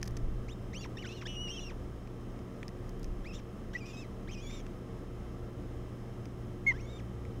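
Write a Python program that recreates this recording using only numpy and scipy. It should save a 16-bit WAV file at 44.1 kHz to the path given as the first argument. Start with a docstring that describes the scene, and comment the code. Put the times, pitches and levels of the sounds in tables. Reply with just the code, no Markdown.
"""Osprey chicks beg with two-voiced whistles on a stick nest above water, heard by a fixed outdoor microphone.
Each whistle is a pair of sine voices with overtones, mixing tones and rasp; the adult adds two short chirps.
Twigs tick as snaps into resonances; below lie low buffets of wind, a mains hum of wavering lines
and a dull distant roar of coloured noise."""
import sys
import numpy as np
from scipy import signal
from scipy.fft import rfft, irfft
from scipy.io import wavfile
from scipy.ndimage import uniform_filter1d

SR = 44100
rng = np.random.default_rng(int(sys.argv[2]) if len(sys.argv) > 2 else 0)


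def int16_out(signal):
    """Quantize to a 16-bit WAV file."""
    q = np.round(np.clip(np.atleast_2d(signal).T, -1, 1) * 32767)
    wavfile.write(sys.argv[1], SR, q.astype(np.int16))


N = 326340

# passage of overtones and the sum tone through the beak: pitch_hz, gain_db
BEAK = [(2000, -1), (3500, 2), (4400, -8), (5500, 3.5), (6500, 1), (7200, -2), (8000, -7.5), (9000, -11),
        (11000, -13), (12600, -19), (13800, -2), (15200, -16)]


def from_db(db):
    """Decibels to amplitude gain."""
    return 10 ** (np.asarray(db) / 20)


def rms_one(x):
    """Scale to unit rms."""
    return x / np.sqrt(np.mean(x ** 2) + 1e-20)


def in_time(rows):
    """Columns after the first (s) as linear curves, one value a sample."""
    s, *columns = np.transpose(rows)
    return [np.interp(np.arange(N) / SR, s, c) for c in columns]


def at_hz(points, hz):
    """Read a spectrum table on a log-frequency axis."""
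    points = np.array(points)
    return np.interp(np.log(hz), np.log(points[:, 0]), points[:, 1])


def gate(spans, edge_s):
    """1 inside the spans, 0 outside, with linear edges."""
    t = np.arange(N) / SR
    on = sum((t >= a) & (t <= b) for a, b in spans) > 0
    return uniform_filter1d(on * 1.0, size=max(1, int(edge_s * SR)))


def resonance(x, hz, width_hz):
    """Two-pole resonance with gain 1 on top."""
    r = np.exp(-np.pi * width_hz / SR)
    b = np.array([1, 0, -1]) * (1 - r * r) / 2
    a = [1, -2 * r * np.cos(2 * np.pi * hz / SR), r * r]
    return signal.lfilter(b, a, x)


def low_noise(hz):
    """White noise under a fourth-order low-pass, unit rms; the first second settles the filter."""
    sos = signal.butter(4, hz, fs=SR, output="sos")
    return rms_one(signal.sosfilt(sos, rng.standard_normal(N + SR))[SR:])


def membrane(phrases):
    """Pitch, phase and amplitude of one vibrating membrane of the syrinx; phrase rows are (s, Hz, dB)."""
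    rows = [row for phrase in phrases for row in phrase]
    hz, db = (uniform_filter1d(c, size=SR // 200) for c in in_time(rows))
    on = np.sqrt(2) * gate([(p[0][0], p[-1][0]) for p in phrases], edge_s=0.0041)
    return hz, 2 * np.pi * np.cumsum(hz) / SR, on * from_db(db)


def overtones(hz, phase, falls_db):
    """Harmonics from the second up, each weighed by the beak."""
    return sum(from_db(db + at_hz(BEAK, k * hz)) * np.sin(k * phase)
               for k, db in enumerate(falls_db, start=2))


def chick_voice(notes):
    """A membrane sings its notes: level slides, is weighed by the windpipe and wavers; pitch trembles."""
    # windpipe weight on a note by its pitch: pitch_hz, gain_db
    windpipe = [(900, 1.3), (1700, -0.8), (2400, 1.6), (2900, -1.1), (3300, -5), (3700, -2), (4300, -6.5)]
    unsteady_rms_db, wobble_rms_share = 2, .005
    phrases = []
    for start_db, end_db, _, _, p in notes:
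        span_s = [p[0][0], p[-1][0]]
        phrases.append([(s, hz, np.interp(s, span_s, [start_db, end_db])) for s, hz in p])
    rasp, bright_db = in_time([(p[k][0], rough, db) for _, _, rough, db, p in notes for k in (0, -1)])
    hz, phase, size = membrane(phrases)
    rasp = np.clip(rasp, 0, 1)
    phase = phase + 2 * np.pi * np.cumsum(wobble_rms_share * hz * low_noise(hz=30)) / SR
    phase = phase + .6 * rasp * low_noise(hz=350)   # uneven cycles smear the lines
    size = size * from_db(at_hz(windpipe, hz) + unsteady_rms_db * low_noise(hz=29.8))
    return hz, phase, size, rasp, from_db(bright_db - 5.4 * rasp)   # rasp eats the overtones


def chicks():
    """Two membranes sound at once and mix in the windpipe into sum and side tones; rasp shakes them."""
    # notes of the upper voice, the lower voice and thin pure strands beside them; levels precede the
    # windpipe weight, overtones precede the loss to rasp:
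    # start_level_db, end_level_db, rasp_0_to_1, overtones_db, pitch as (time_s, pitch_hz)
    upper_notes = [ (-52.5, -54, .1, -3.5, [(.483, 1910), (.497, 2740), (.513, 3420), (.525, 3770),
                   (.537, 3620)]), (-51.5, -43.5, .15, -3.5, [(.731, 1760), (.753, 2670), (.77, 3030),
                   (.785, 3160)]), (-60, -63, .28, 5, [(.786, 3350), (.819, 3490), (.829, 3370),
                   (.837, 3030)]), (-39.5, -48, .05, -0.5, [(.9715, 1820), (.979, 1850)]),
                   (-43.5, -56, 0.22, -16, [(.981, 2610), (.999, 3020), (1.017, 2940), (1.029, 2720)]),
                   (-52.5, -50.5, .1, -1.5, [(1.05, 1640), (1.072, 2740), (1.094, 3470)]),
                   (-58, -59, .3, -6, [(1.095, 3450), (1.12, 3640), (1.145, 4270), (1.16, 4290),
                   (1.186, 3640), (1.212, 3280)]), (-47.5, -44.5, 0.083, 2, [(1.255, 1506), (1.263, 1700),
                   (1.273, 1895)]), (-47.5, -47.5, 0.16, -10.5, [(1.274, 2860), (1.3, 2950), (1.335, 2950),
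                   (1.352, 2840), (1.365, 2880)]), (-41, -44.5, 0.03, -12, [(1.366, 2880), (1.444, 2950),
                   (1.494, 2790)]), (-42, -48, 0.088, -11, [(1.495, 2790), (1.524, 3190), (1.536, 3100),
                   (1.56, 3340), (1.586, 2990), (1.598, 2546)]), (-54, -63, .15, -4, [(1.604, 3320),
                   (1.62, 3590), (1.65, 3070), (1.684, 2800)]), (-53, -63, 0.49, 1, [(3.333, 3080),
                   (3.359, 3730), (3.377, 3580), (3.391, 2690), (3.405, 1120)]),
                   (-64, -63, 0.58, 2.5, [(3.857, 2620), (3.885, 3630), (3.909, 3480), (3.921, 3550),
                   (3.949, 3100), (3.963, 3230)]), (-56, -66, .25, 2, [(3.967, 3690), (3.989, 3800),
                   (4.003, 3720), (4.029, 3090)]), (-63, -51, 0.18, 0, [(4.371, 2600), (4.433, 3480),
                   (4.455, 3290), (4.481, 3490)]), (-52, -60.5, 0.42, 0.5, [(4.482, 3490), (4.545, 3710),
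                   (4.599, 3450), (4.615, 3130)]), (-52.5, -63, 0.18, -10, [(6.738, 1520), (6.77, 1770),
                   (6.79, 2240), (6.805, 2700)]), (-69, -60.5, 0.055, 6, [(6.806, 2720), (6.824, 3260),
                   (6.84, 3140), (6.858, 3480)]), (-62, -55.5, 0.083, -6, [(6.859, 3460), (6.882, 3490),
                   (6.91, 3840), (6.944, 3620), (6.98, 3640), (6.994, 2820), (7.008, 1500)]), ]
    lower_notes = [ (-56, -47.5, 0.29, -0.5, [(.808, 2800), (.84, 2800), (.856, 1025), (.864, 960)]),
                   (-49, -54, .05, -0.5, [(1.024, 2440), (1.048, 1557), (1.068, 1400)]),
                   (-53, -58, 0.35, -9, [(1.09, 2574), (1.118, 2690), (1.15, 3060), (1.184, 2830),
                   (1.212, 2820)]), (-50.5, -47.5, .22, -0.5, [(1.213, 2790), (1.228, 1116), (1.238, 971)]),
                   (-64, -42, 0.09, 0.5, [(1.472, 1580), (1.49, 2650), (1.504, 2814), (1.52, 2830)]),
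                   (-53, -55, 0.2, 0, [(1.521, 2850), (1.56, 2643), (1.588, 2886), (1.62, 2927),
                   (1.66, 2730), (1.68, 2777), (1.7, 2390), (1.714, 1163), (1.728, 735)]),
                   (-50.5, -53.5, .08, -4, [(3.244, 1580), (3.264, 2280), (3.29, 2770), (3.314, 2500),
                   (3.332, 2810)]), (-54, -62, 0.45, 3, [(3.334, 2500), (3.362, 2970)]),
                   (-53, -56.5, 0.47, 0, [(3.733, 1440), (3.745, 1880), (3.765, 2490), (3.799, 2880)]),
                   (-55, -56, .1, -3, [(3.803, 2540), (3.835, 2310), (3.857, 2550)]),
                   (-60.5, -63, 0.48, 2, [(3.858, 2510), (3.925, 2410)]),
                   (-59.5, -56, .15, -1, [(3.932, 2600), (3.97, 2545), (4.0, 2650), (4.03, 2560),
                   (4.055, 1880)]), (-58, -51, .1, -2.5, [(4.275, 1470), (4.295, 2420), (4.305, 2680)]),
                   (-55, -59, 0.52, 3, [(4.308, 2250), (4.316, 3090), (4.33, 3240), (4.344, 2900),
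                   (4.355, 2466)]), (-59, -63.5, 0.17, -2, [(4.356, 2456), (4.404, 2455), (4.432, 2560),
                   (4.44, 2324), (4.492, 2330)]), (-63, -56, 0.3, 0, [(4.497, 2020), (4.515, 2484)]),
                   (-65, -66, 0.71, 1, [(4.52, 2300), (4.58, 2225), (4.606, 2310)]),
                   (-49, -50.5, 0.2, 5, [(6.712, 904), (6.728, 1070)]), (-65, -68, .07, -2, [(6.8, 2150),
                   (6.854, 2234), (6.874, 2140), (6.984, 2380)]), ]
    strand_notes = [ (-56, -53, 0, 0, [(.762, 4330), (.814, 4740), (.842, 3760)]),
                    (-59, -68, 0, 0, [(1.08, 4020), (1.118, 4050), (1.134, 4230)]),
                    (-60, -63, 0, 0, [(1.6, 3900), (1.62, 4290), (1.64, 4000)]),
                    (-72, -59, 0.0044, 0, [(3.88, 2580), (3.9, 2800), (3.924, 2690)]), ]
    # harmonics from the second up, before overtone level and beak: level_db
    upper_falls_db = [-2.5, -7, -18.5, -22]
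    lower_falls_db = [-4.5, -15, -26, -27]
    # throb of the upper voice on its long whistle: start_s, end_s, rate_hz, half_depth (doubled below)
    flutter = (1.274, 1.362, 280, 0.34)
    # throat bands of the rasp: centre_hz, width_hz (each of two passes), level_db
    throat = [(2570, 2200, -4.5), (5510, 880, -4.5), (10300, 2200, -23), (13700, 1500, -23)]
    sum_tone_db, side_tone_db = -9, -15
    throb_second_harmonic = 0.32   # against the first

    up_hz, up, up_size, up_rasp, up_bright = chick_voice(upper_notes)
    low_hz, low, low_size, low_rasp, low_bright = chick_voice(lower_notes)

    both = np.sqrt(up_size * low_size)
    sum_gain = np.sqrt(up_bright * low_bright) * from_db(sum_tone_db + at_hz(BEAK, up_hz + low_hz))
    mixed = sum_gain * np.sin(up + low) + from_db(side_tone_db) * np.sin(2 * up - low)

    start_s, end_s, rate_hz, half_depth = flutter
    beat = 2 * np.pi * rate_hz * np.arange(N) / SR + 0.35 * low_noise(hz=40)
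    pulse = np.cos(beat) + throb_second_harmonic * np.cos(2 * beat)
    throb = 1 + 2 * half_depth * gate([(start_s, end_s)], edge_s=.006) * pulse

    shake = .5 * low_noise(hz=300)
    up_tone = np.sin(up) + up_bright * overtones(up_hz, up, upper_falls_db)
    low_tone = np.sin(low) + low_bright * overtones(low_hz, low, lower_falls_db)
    upper = throb * up_size * up_tone * (1 + up_rasp * shake)
    lower = low_size * low_tone * (1 + low_rasp * shake)

    _, strand, strand_size, _, _ = chick_voice(strand_notes)

    white = rng.standard_normal(N)   # air past the loose membranes
    hiss = sum(from_db(db) * rms_one(resonance(resonance(white, hz, width_hz), hz, width_hz))
               for hz, width_hz, db in throat)
    breath = (up_rasp * up_size + low_rasp * low_size) * hiss
    return upper + lower + both * mixed + strand_size * np.sin(strand) + breath


def chirp_shape(s, length_s, top_hz, end_hz, db):
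    """Rows (s, Hz, dB) of one adult chirp: quick opening, hold, then pitch and level sag together."""
    attack_db, attack_power, scoop_hz = -5, 8.3, 60   # opens softer and flat
    droop_db, droop_power, sag_power = -21, 4.2, 3
    u = np.linspace(0, 1, 20)
    opening = (1 - u) ** attack_power
    hz = top_hz - scoop_hz * opening - (top_hz - end_hz) * u ** sag_power
    level_db = db + attack_db * opening + droop_db * u ** droop_power
    return list(zip(s + length_s * u, hz, level_db))


def adult():
    """Short clear chirps of few harmonics, with a breathy halo and a faint echo off the nest post."""
    # chirps: start_s, length_s, top_pitch_hz, end_pitch_hz, level_db
    chirps = [(3.75, 0.0221, 1969, 1883, -33.5), (6.666, 0.057, 2184, 1840, -23)]
    # second and third harmonic, before the beak: level_db
    falls_db = [-30, -33]
    hz, phase, size = membrane([chirp_shape(*row) for row in chirps])
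    halo = low_noise(hz=1500) * (from_db(-31) * np.sin(phase) + from_db(-41) * np.sin(3 * phase))
    direct = size * (np.sin(phase) + overtones(hz, phase, falls_db) + halo)
    return direct + from_db(-33) * np.roll(direct, int(0.036 * SR))


def twigs():
    """Each tick is a snap and a few milliseconds of crackle into the twig resonances."""
    # ticks: start_s, drive_level_db, tilt_db_per_octave
    ticks = [(.0157, -53, -2.2), (0.0293, -34, -3), (0.0303, -43, 2), (0.0423, -53, 4), (.055, -54, 2),
             (.0595, -52, 2.2), (.063, -54, 2.2), (0.076, -46.5, 2), (.0786, -41.5, 2), (.1088, -60, 9),
             (0.1687, -44.5, -1.5), (0.1721, -45.5, 1), (2.074, -60, -5), (2.391, -58, -4),
             (2.6304, -56, -15.5), (2.681, -46, 0.5), (2.69, -58, -8.5), (2.893, -51, 3), (2.996, -61, 8),
             (3.031, -50, 3), (3.044, -47.5, 0), (4.666, -52.5, -8), (6.256, -51, -2), (6.677, -61, 13),
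             (7.252, -56, -5)]
    # twig resonances: centre_hz, width_hz (each of two passes), drive_db
    modes = [(1890, 1270, 15), (2960, 430, -3), (5230, 2230, 15.5), (7640, 3000, -18), (11000, 2500, 2),
             (13300, 4300, -2)]
    tilt_about_hz, decay_s = 5000, .002
    t = np.arange(SR // 50) / SR
    bursts = .5 * rng.standard_normal((len(ticks), len(t))) * np.exp(-t / decay_s)
    bursts[:, 0] = 3.5   # the snap
    out = np.zeros(N)
    for hz, width_hz, db in modes:
        octaves = np.log2(hz / tilt_about_hz)
        drive = np.full(N + len(t), 1e-18)
        for (s, level_db, tilt_db), burst in zip(ticks, bursts):
            i = int(s * SR)
            drive[i:i + len(t)] += burst * from_db(level_db + db + tilt_db * octaves)
        out += resonance(resonance(drive[:N], hz, width_hz), hz, width_hz)
    return out


def wind():
    """Lumpy low pressure on the microphone membrane: gusts rise and fall over a faint steady breeze."""
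    # gusts: peak_s, level_db
    gust_peaks = [(.13, -40), (.245, -31.5), (3.08, -36)]
    rise_db_per_s, fall_db_per_s, breeze_db = 250, 58, -62
    t = np.arange(N) / SR
    gusts = sum(from_db(db - np.maximum(rise_db_per_s * (s - t), fall_db_per_s * (t - s)))
                for s, db in gust_peaks)
    buffet = rms_one(resonance(low_noise(hz=59.7), 24, 21))
    buffet /= np.sqrt(uniform_filter1d(buffet ** 2, size=SR // 15) + 0.069)   # evens out its strength
    return (gusts + from_db(breeze_db)) * buffet


def hum():
    """Each line is a steady sine plus noise in a narrow resonance; lines from 45 to 140 Hz swell together."""
    # hum lines, levels before the swell: pitch_hz, steady_rms_db, wavering_rms_db, width_hz (each of two passes)
    lines = [(31.3, -53.5, -50, 3.3), (61, -55, -54, 6.3), (98.3, -98, -53.5, 37), (119.05, -47, -59, 17.4),
             (186.6, -62.5, -55.5, 26), (240, -66.5, -71, 3.5), (285, -77, -62, 14), (359, -55, -70, 2),
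             (458.7, -65, -63.5, 17), (3102, -77.5, -87.5, 14.6)]
    # swell of the low lines: time_s, gain_db
    swell_points = [(0, 2.5), (2.2, -2.5), (4.5, -3), (7.4, 2.5)]
    out, swell = 0, from_db(in_time(swell_points)[0])
    for hz, steady_db, wavering_db, width_hz in lines:
        sine = np.sqrt(2) * np.sin(2 * np.pi * (hz * np.arange(N) / SR + rng.random()))
        noise = resonance(resonance(rng.standard_normal(N + SR), hz, width_hz), hz, width_hz)[SR:]
        line = from_db(steady_db) * sine + from_db(wavering_db) * rms_one(noise)
        out = out + line * (swell if 45 < hz < 140 else 1)
    return out


def roar():
    """Distant noise and microphone hiss as one shaped noise, coloured by the housing; its level wavers."""
    # relative spectrum: frequency_hz, density_db
    spectrum = [(15, -19), (45, -8), (80, -8), (150, -12.5), (200, -8), (360, -13.5), (500, -17),
                (720, -23.5), (950, -34), (2000, -33.5), (4000, -44), (8000, -49), (11500, -54.5),
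                (16000, -56)]
    # colour of the housing, Gaussian bumps: centre_hz, width_hz (standard deviation), gain_db
    housing = [(1164, 233, 9), (1446, 33, -8.5), (2400, 130, -3), (4500, 220, -3.5), (5250, 160, 5.5),
               (6400, 290, 2.5), (7600, 340, -2)]
    mean_db, waver_rms_db = -46, 0.38
    hz = np.maximum(np.fft.rfftfreq(N, 1 / SR), 1)
    ripple_db = sum(db * np.exp(-.5 * ((hz - centre) / width) ** 2) for centre, width, db in housing)
    colour = from_db(at_hz(spectrum, hz) + ripple_db)
    level = from_db(mean_db + waver_rms_db * low_noise(hz=5.2))
    return level * rms_one(irfft(rfft(rng.standard_normal(N)) * colour, N))


def scene():
    """All sources at one microphone."""
    return (chicks() + adult() + twigs() + wind() + hum() + roar())[None]


def record(dry):
    """Two low-passes cut the top: steeply at first, fully a little higher."""
    steep = signal.ellip(10, .5, 18, 15800, fs=SR, output="sos")
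    full = signal.cheby2(12, 40, 16600, fs=SR, output="sos")
    return signal.sosfilt(full, signal.sosfilt(steep, dry))


dry = scene()
out = record(dry)
int16_out(out)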